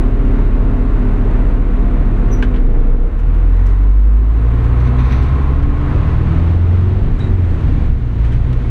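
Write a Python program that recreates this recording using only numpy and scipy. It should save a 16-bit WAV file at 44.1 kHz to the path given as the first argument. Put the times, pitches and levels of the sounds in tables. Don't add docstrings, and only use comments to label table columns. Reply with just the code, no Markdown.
import sys
import numpy as np
from scipy import signal
from scipy.fft import rfft, irfft
from scipy.io import wavfile
from scipy.ndimage import uniform_filter1d, minimum_filter1d

SR = 44100
rng = np.random.default_rng(int(sys.argv[2]) if len(sys.argv) > 2 else 0)


def to_wav(sig):
    pcm = np.clip(np.atleast_2d(sig), -1, 1) * 32767
    pcm = np.round(pcm).astype(np.int16)
    wavfile.write(sys.argv[1], SR, pcm.T)


N = 383669

# (time [s], firing rate [Hz])
FIRING_RATE = [(0, 35.24), (2.3, 34.64), (2.48, 36.18), (2.62, 31.45), (2.75, 28.52), (3.02, 30.93),
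               (3.13, 34.75), (3.21, 39), (4.45, 56.13), (5, 63.23), (5.4, 67.43), (5.9, 73.72),
               (6.2, 79.17), (6.7, 88.08), (7.2, 96.85), (7.4, 89.95), (7.75, 70.02), (8.15, 55.5),
               (8.5, 61.4), (8.7, 59.85)]
# (time [s], throttle [0-1])
THROTTLE = [(3.1, 0), (3.45, .3), (3.68, .6), (4.05, .36), (4.5, 0.53), (5.05, 0.94), (5.6, .9), (6, .93),
            (6.4, 0.8), (6.8, 0.25), (8.7, 0.19)]
IDLE_END_S, LEAVE_S = 2.58, .25
ROLL_S, GATHER_S = 3.1, 3.6

# (multiple of firing rate [1], level at idle [dB], level when pulling [dB])
BOOM_ORDERS = [(1, 0, .5), (1.5, -28, -15), (2, -12.5, -10), (3, -10.5, -22), (4, -18, -19), (5, -22, -29),
               (6, -14, -29), (7, -19, -31), (8, -24.5, -34), (9, -25, -36), (10, -23.5, -35),
               (12, -22, -36), (14, -19, -33)]
# (frequency [Hz], width [Hz], level [dB])
SALOON_MODES = [(30.3, 6.1, -2.5), (41.9, 11, -7.5), (51.8, 14.4, -3.5), (62, 19, -13), (89.25, 15.7, -6.5),
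                (118.2, 15.4, -3.5), (136.9, 12, -11), (161, 27, -11), (198, 50, -15.5), (251.6, 19, -11.5),
                (287.4, 22, -7.5), (332.5, 55, -11.5), (369, 27, -10), (440, 61, -16)]
# (frequency [Hz], width [Hz], level [dB])
SALOON_NULLS = [(58, 7, -6), (109, 2.7, -7)]
SHIFT_S, SHIFT_LENGTH_S, SHIFT_DIP_DB = 7.17, 0.34, -11
BITE_S, BITE_LENGTH_S, BITE_DB = 3.3, .5, 5
# (multiple of firing rate [1], level at idle [dB], level when pulling [dB])
BETWEEN_ORDERS = [(.5, -19, -12), (.75, -28, -9), (1.25, -24, -9), (1.75, -20, -11), (2.5, -26, -20)]
CALM_HZ, DRONE_DB, LUG_DB_PER_OCTAVE, RACE_DB_PER_OCTAVE = 51.8, -25, 14.5, 9.5
# (frequency [Hz], level per Hz [dB])
DRONE_SPECTRUM = [(60, -0.5), (90, 4), (118, -4), (155, -2.5), (182, -12.5), (205, -4.5), (250, -3.5),
                  (290, -6), (375, -11.5), (410, -8.5), (490, -12), (520, -17), (700, -19), (1500, -34.5)]
# (frequency [Hz], level per Hz [dB])
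CLATTER_SPECTRUM = [(400, -13.5), (700, 0), (880, 4.5), (1100, 5.5), (1500, 2), (2100, -3), (2700, -8.5),
                    (3200, -14.5), (3900, -19), (4800, -28), (7000, -39.5)]
CLATTER_DB, CLATTER_THROTTLE_DB, CLATTER_FOLLOWS = -40, 3.5, 0.42
# (frequency [Hz], level per Hz [dB])
GROWL_SPECTRUM = [(560, -17), (640, -12), (695, -2), (750, -11), (830, -5), (900, -8), (970, -3),
                  (1025, 2.5), (1065, 4), (1110, 3), (1150, -6), (1195, -12), (1230, -3), (1290, -1),
                  (1340, -10), (1550, -14), (2200, -22)]
GROWL_DB, GROWL_THROTTLE_DB = -47, 14.5

# (time [s], level [dB])
BRAKE_LEVEL = [(2.4, -82), (2.6, -30), (3, -26.5), (3.25, -41), (3.6, -44)]
# (frequency [Hz], level per Hz [dB])
BRAKE_SPECTRUM = [(390, -24), (425, -1), (460, -2), (488, 6.5), (510, -16)]
# (time [s], length [s], start pitch [Hz], end pitch [Hz], level [dB], octave relative to it [dB],
# pitch flutter [share of pitch], attack [share of length])
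SQUEAKS = [(2.304, .058, 6040, 5800, -34.5, -17, 0.01, .5), (7.197, 0.11, 3790, 3790, -35, -25, 0.025, .07)]
# (time [s], level [dB], 60 dB decay [s], bright edge [dB], hollow ring [dB])
KNOCKS = [(2.4238, -20, 0.062, -25, 4), (2.437, -36, 0.14, -24, 0), (2.539, -33.5, 0.13, -35, -5),
          (2.559, -32.5, 0.11, -32, -3), (3.189, -40, 0.13, -12, -16), (3.341, -43, 0.12, -14, -6),
          (3.664, -46, 0.06, 1, -7), (3.686, -42, 0.25, -14, -9), (4.64, -39, .12, -19, -7),
          (5.222, -35, 0.2, -17, -12), (5.6245, -35.5, 0.1, -18.5, -5), (7.188, -32, 0.11, -14, 3),
          (7.605, -39, 0.08, -18, -6), (8.245, -34, 0.16, -18, -10), (8.319, -31.5, 0.27, -19, -11),
          (8.526, -29, 0.066, -17, -5)]
CRACK_DB, CRACK_T60_S = 3, .025
# (frequency [Hz], level [dB], 60 dB decay [s])
HOUSING_MODES = [(402, -4.5, 0.086), (1416, 0, 0.042), (1590, 5, 0.054), (3040, -10, 0.061)]
# (frequency [Hz], level per Hz [dB])
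PANEL_SPECTRUM = [(250, -4), (700, -2), (1100, -3), (1600, 0), (2000, -3), (2400, -4), (2650, -7),
                  (2950, -4), (3200, -6), (3400, -12), (3600, -10), (4150, -15), (4800, -22), (7000, -33)]
# (frequency [Hz], level per Hz [dB])
EDGE_SPECTRUM = [(3000, -20), (5000, 2), (6100, 4.5), (7000, -1.5), (8000, 0), (9500, -8), (11300, -7),
                 (13000, -22)]

# (time [s], level [dB])
STRIP_TICKS = [(4.8, -39), (4.849, -40), (4.868, -38.5), (4.985, -35), (5.003, -42), (5.048, -41),
               (5.106, -36), (5.12, -33), (5.258, -43), (5.284, -44), (5.351, -43)]
CHATTER_T60_S, CHATTER_TAIL_T60_S, CHATTER_TAIL_DB = .085, .35, -14
SHIVER_S, SHIVER_LENGTH_S, SHIVER_DB = 5.16, .5, -40
# (frequency [Hz], level per Hz [dB])
STRIP_SPECTRUM = [(1200, 2), (1500, 11), (2100, 13.5), (2600, 9), (3100, -2.5), (3700, 6.5), (4300, 0.5),
                  (5000, -7.5), (5600, -8.5), (6100, -2), (6700, -21), (8400, -21), (9800, -26),
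                  (11200, -20), (13000, -24), (14000, -31)]
# (time of peak [s], length [s], level [dB])
RATTLES = [(3.67, .45, -37.5), (7.24, .24, -32.5), (7.5, 0.38, -38), (7.901, 0.34, -40), (8.36, 0.61, -40)]
# (frequency [Hz], level per Hz [dB])
FITTINGS_SPECTRUM = [(400, 10), (700, 3.5), (1200, 1), (2000, 0), (2800, -11.5), (4000, -15), (5000, -25),
                     (6200, -23), (8000, -27.5), (11000, -35)]

# (time of peak [s], length [s], level [dB])
BUMPS = [(5.659, 0.2, -16.5), (6.145, 0.34, -39), (7.147, 0.48, -10), (7.795, 0.62, -11.5),
         (8.345, 0.81, -13)]
STANDING_DB, ROAD_DB = -29, -15.5
# (frequency [Hz], level per Hz [dB])
RUMBLE_SPECTRUM = [(12, -22.5), (21, -12), (26, 1), (33, -10), (48, -7), (70, -16), (120, -16.5),
                   (165, -23), (300, -33)]
# (frequency [Hz], level per Hz [dB])
FIZZ_SPECTRUM = [(2800, -7.5), (3700, 4.5), (4300, 0.5), (5200, -10), (6150, -3.5), (6800, -7.5),
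                 (8000, -7.5), (11000, -11.5), (13000, -24), (15500, -31)]
FIZZ_DB, FIZZ_ROAD_DB, FIZZ_THROTTLE_DB = -60, 3, -1.5
# (frequency [Hz], level per Hz [dB])
TYRE_SPECTRUM = [(160, 3.5), (230, 3.5), (380, -0.5), (550, -4.5), (1000, -13), (2000, -15), (2800, -20.5),
                 (4000, -27), (5000, -36), (6300, -38.5), (9000, -55.5)]
TYRES_DB = -29

# (multiple of shaft rate [1], level at idle [dB], level when pulling [dB])
VENT_LINES = [(1, -16.5, -33), (2, -31.5, -40), (2.35, -33, -42), (4, -37, -39), (5, -27.5, -36),
              (5.84, -49, -43), (8, -36, -47), (9.8, -44, -47), (10, -45.5, -53), (11, -47, -56),
              (12, -45.5, -52), (13, -48.5, -56), (14, -44.5, -48), (15, -52, -56), (18, -49.5, -54)]
VENT_HZ = 49.93
# (frequency [Hz], level per Hz [dB])
VENT_BUZZ_SPECTRUM = [(900, -10), (1100, 1), (1200, -3), (1340, 0), (1600, -5), (2500, -18), (4000, -36)]
# (frequency [Hz], width [Hz], level [dB])
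SCREEN_DIPS = [(181.7, 14, -3.5), (505, 17, -5), (886, 16, 0), (1193, 15, -3.5), (1635, 90, -2)]
# (frequency [Hz], width [Hz], level [dB])
WHINE_TONES = [(7760, 70, -77.5), (11700, 70, -82), (15600, 70, -93.5)]
TOP_HZ = 15700


def undb(db):
    return 10 ** (np.asarray(db) / 20)


def unit(x):
    return x / np.sqrt(np.mean(x ** 2))


def curves(table):
    s, *columns = np.transpose(table)
    return [np.interp(np.arange(N) / SR, s, c) for c in columns]


def colour(x, spectrum):
    hz, db = np.transpose(spectrum)
    log_hz = np.log(hz)
    f = np.log(np.maximum(np.fft.rfftfreq(N, 1 / SR), 1))
    outside = np.maximum(log_hz[0] - f, 0) + np.maximum(f - log_hz[-1], 0)
    gain_db = np.interp(f, log_hz, db) - 40 * outside
    return unit(irfft(rfft(x) * undb(gain_db), N))


def noise():
    return rng.standard_normal(N)


def walk(count):
    k = SR // count
    steps = np.repeat(rng.standard_normal(N // k + 1), k)
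    return unit(uniform_filter1d(uniform_filter1d(steps, k), k)[:N])


def swell(middle_s, length_s):
    return np.cos(np.pi * np.clip((np.arange(N) / SR - middle_s) / length_s, -.5, .5))


def decay(t, t60_s):
    return np.exp(-np.log(1000) * t / t60_s)


def pulling():
    return np.clip((np.arange(N) / SR - IDLE_END_S) / LEAVE_S, 0, 1)


def road_speed():
    return np.clip((np.arange(N) / SR - ROLL_S) / GATHER_S, 0, 1)


def saloon_gain(hz):
    def bell(centre, width):
        return 1 / (1 + (2 * (hz - centre) / width) ** 2)
    peaks = np.sqrt(sum((undb(db) * bell(centre, width)) ** 2 for centre, width, db in SALOON_MODES))
    nulls_db = sum(db * bell(centre, width) for centre, width, db in SALOON_NULLS)
    return peaks * undb(nulls_db)


def boom(phase, hz, waver_db=0.89, phase_wander=.06):
    load, out = pulling(), 0
    step = 16
    for order, idle_db, pull_db in BOOM_ORDERS:
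        db = idle_db + load * (pull_db - idle_db)
        db = db + waver_db * np.sqrt(order) * walk(12)
        if order == 1:
            db = db + SHIFT_DIP_DB * swell(SHIFT_S, SHIFT_LENGTH_S)
        if order in (2, 3):
            db = db + BITE_DB * swell(BITE_S, BITE_LENGTH_S)
        loose = phase_wander * order * load * walk(20)
        tone = np.sin(order * phase + loose + rng.uniform(0, 2 * np.pi))
        resonance = np.repeat(saloon_gain(order * hz[::step]), step)[:N]
        out = out + undb(db) * resonance * tone
    return np.sqrt(2) * out


def drone_level(hz):
    octaves = np.log2(hz / CALM_HZ)
    return DRONE_DB + np.maximum(-octaves * LUG_DB_PER_OCTAVE, octaves * RACE_DB_PER_OCTAVE)


def cycle_pattern(phase, size=2048):
    cycle = phase / (4 * 2 * np.pi)
    patterns = uniform_filter1d(rng.standard_normal((2, size)), size=8, mode="wrap")
    first, second = (np.interp(cycle, np.arange(size) / size, p, period=1) for p in patterns)
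    blend = walk(3)
    return unit(first * np.cos(blend) + second * np.sin(blend))


def engine_tones(phase, drone_db, waver_db=2.0, phase_wander=0.26):
    load, out = pulling(), 0
    unrest = .5 + 2 * load
    for order, idle_db, pull_db in BETWEEN_ORDERS:
        db = drone_db + idle_db + load * (pull_db - idle_db) + waver_db * unrest * walk(10)
        loose = phase_wander * unrest * walk(12)
        out = out + undb(db) * np.sin(order * phase + rng.uniform(0, 2 * np.pi) + loose)
    return np.sqrt(2) * out


def engine_lope(phase, drone_db, idle_db=-12, pull_db=-6):
    db = drone_db + idle_db + pulling() * (pull_db - idle_db)
    return colour(cycle_pattern(phase), DRONE_SPECTRUM) * undb(db)


def engine_noise(phase, drone_db, throttle, knock_depth=0.051, growl_noise_db=3):
    bursts = 1 + knock_depth * (np.cos(phase) + .5 * np.cos(2 * phase))
    clatter = colour(noise() * bursts, CLATTER_SPECTRUM)
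    growl = colour(cycle_pattern(phase) + undb(growl_noise_db) * noise() * bursts, GROWL_SPECTRUM)
    clatter_db = CLATTER_DB + CLATTER_THROTTLE_DB * throttle + CLATTER_FOLLOWS * (drone_db - DRONE_DB)
    growl_db = GROWL_DB + GROWL_THROTTLE_DB * throttle ** 2
    return clatter * undb(clatter_db) + growl * undb(growl_db)


def brake():
    return colour(noise(), BRAKE_SPECTRUM) * undb(curves(BRAKE_LEVEL)[0])


def squeaks(cabin_t60=0.24, wet_db=-5):
    out = np.zeros(N)
    for s, length, start_hz, end_hz, db, octave_db, flutter, attack in SQUEAKS:
        u = np.linspace(0, 1, int(length * SR))
        hz = (start_hz + (end_hz - start_hz) * u) * (1 + flutter * walk(500)[:len(u)])
        phase = 2 * np.pi * np.cumsum(hz) / SR
        grip = np.interp(u, [0, np.clip(attack, .01, .99), 1], [0, 1, 0]) ** 1.5
        tone = np.sin(phase) + undb(octave_db) * np.sin(2 * phase)
        start = int(s * SR)
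        out[start:start + len(u)] += undb(db) * grip * tone
    t = np.arange(SR // 2) / SR
    tail = rng.standard_normal(len(t)) * decay(t, cabin_t60)
    return out + undb(wet_db) * signal.fftconvolve(out, tail / np.linalg.norm(tail))[:N]


def knocks(attack_s=0.0038):
    panel, edge, out = colour(noise(), PANEL_SPECTRUM), colour(noise(), EDGE_SPECTRUM), np.zeros(N)
    t = np.arange(SR // 2) / SR
    hollow = sum(undb(db) * np.sin(2 * np.pi * hz * t) * decay(t, t60) for hz, db, t60 in HOUSING_MODES)
    onset = 1 - np.exp(-t / attack_s)
    for s, db, t60, edge_db, hollow_db in KNOCKS:
        span = slice(int(s * SR), int(s * SR) + len(t))
        ring = panel[span] + undb(edge_db) * edge[span]
        fade = decay(t, t60) + undb(CRACK_DB) * decay(t, CRACK_T60_S)
        n = len(ring)
        out[span] += undb(db) * onset[:n] * (ring * fade[:n] + undb(hollow_db) * hollow[:n])
    return out


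def chatter(attack_s=0.0024):
    ticks = np.zeros(N)
    shiver = undb(SHIVER_DB) * swell(SHIVER_S, SHIVER_LENGTH_S) ** 2
    t = np.arange(SR // 2) / SR
    fade = decay(t, CHATTER_T60_S) + undb(CHATTER_TAIL_DB) * decay(t, CHATTER_TAIL_T60_S)
    onset = 1 - np.exp(-t / attack_s)
    for s, db in STRIP_TICKS:
        start = int(s * SR)
        ticks[start:start + len(t)] += undb(db) * onset * fade
    return colour(noise(), STRIP_SPECTRUM) * np.hypot(ticks, shiver)


def rattles(grain_db=2.0):
    level = sum(undb(db) * swell(s, length) for s, length, db in RATTLES)
    return colour(noise() * undb(grain_db * walk(150)), FITTINGS_SPECTRUM) * level


def shaking():
    heave = sum(undb(db) * swell(s, length) for s, length, db in BUMPS)
    return undb(STANDING_DB) + undb(ROAD_DB) * road_speed() + heave


def body(drone_db, throttle, idle_db=-8.0, moving_db=-6.5):
    rumble = colour(noise(), RUMBLE_SPECTRUM) * shaking()
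    shell_db = drone_db + idle_db + pulling() * (moving_db - idle_db)
    drone = colour(noise(), DRONE_SPECTRUM) * undb(shell_db)
    fizz_db = FIZZ_DB + FIZZ_ROAD_DB * road_speed() + FIZZ_THROTTLE_DB * throttle
    fizz = colour(noise() * undb(0.42 * walk(200)), FIZZ_SPECTRUM) * undb(fizz_db)
    return rumble + drone + fizz


def tyres(speed_power=1.4):
    return colour(noise(), TYRE_SPECTRUM) * undb(TYRES_DB) * road_speed() ** speed_power


def ventilation(waver_db=2.0, buzz_db=-46.5, buzz_waver_db=2, buzz_pulling_db=-7):
    phase = 2 * np.pi * VENT_HZ * np.arange(N) / SR
    load, hum = pulling(), 0
    for order, idle_db, pull_db in VENT_LINES:
        db = idle_db + load * (pull_db - idle_db) + waver_db * walk(5)
        hum = hum + undb(db) * np.sin(order * phase + rng.uniform(0, 2 * np.pi) + 0.092 * walk(8))
    turn = rng.standard_normal(round(SR / VENT_HZ))
    buzz = colour(np.resize(turn, N) * undb(buzz_waver_db * walk(25)), VENT_BUZZ_SPECTRUM)
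    return np.sqrt(2) * hum + undb(buzz_db + buzz_pulling_db * load) * buzz


def windscreen(x):
    f = np.fft.rfftfreq(N, 1 / SR)
    dips_db = sum(db / (1 + (2 * (f - hz) / width) ** 4) for hz, width, db in SCREEN_DIPS)
    return irfft(rfft(x) * undb(dips_db), N)


def whine():
    t, out = np.arange(N) / SR, 0
    for hz, width, db in WHINE_TONES:
        cycles = hz * t + np.cumsum(walk(300)) * width / 2 / SR
        out = out + undb(db) * np.sqrt(2) * np.sin(2 * np.pi * cycles)
    return out


def scene():
    hz, = curves(FIRING_RATE)
    throttle, = curves(THROTTLE)
    drone_db = drone_level(hz)
    phase = 2 * np.pi * np.cumsum(hz) / SR
    engine = boom(phase, hz) + engine_tones(phase, drone_db)
    engine = engine + engine_lope(phase, drone_db) + engine_noise(phase, drone_db, throttle)
    parts = brake() + squeaks() + knocks() + chatter() + rattles()
    background = body(drone_db, throttle) + tyres() + ventilation()
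    return (windscreen(engine + parts + background) + whine())[None]


def record(dry, drive_db=1, ceiling=0.7, release_db_per_s=14):
    loud = dry[0] * undb(drive_db)
    over_db = 20 * np.log10(np.maximum(np.abs(loud) / ceiling, 1))
    recovery_db = release_db_per_s * np.arange(N) / SR
    duck_db = np.maximum.accumulate(over_db + recovery_db) - recovery_db
    gain = uniform_filter1d(minimum_filter1d(undb(-duck_db), size=1500), size=4000)
    top_cut = signal.ellip(8, .2, 70, TOP_HZ, fs=SR, output="sos")
    return signal.sosfilt(top_cut, loud * gain)[None]


dry = scene()
out = record(dry)
to_wav(out)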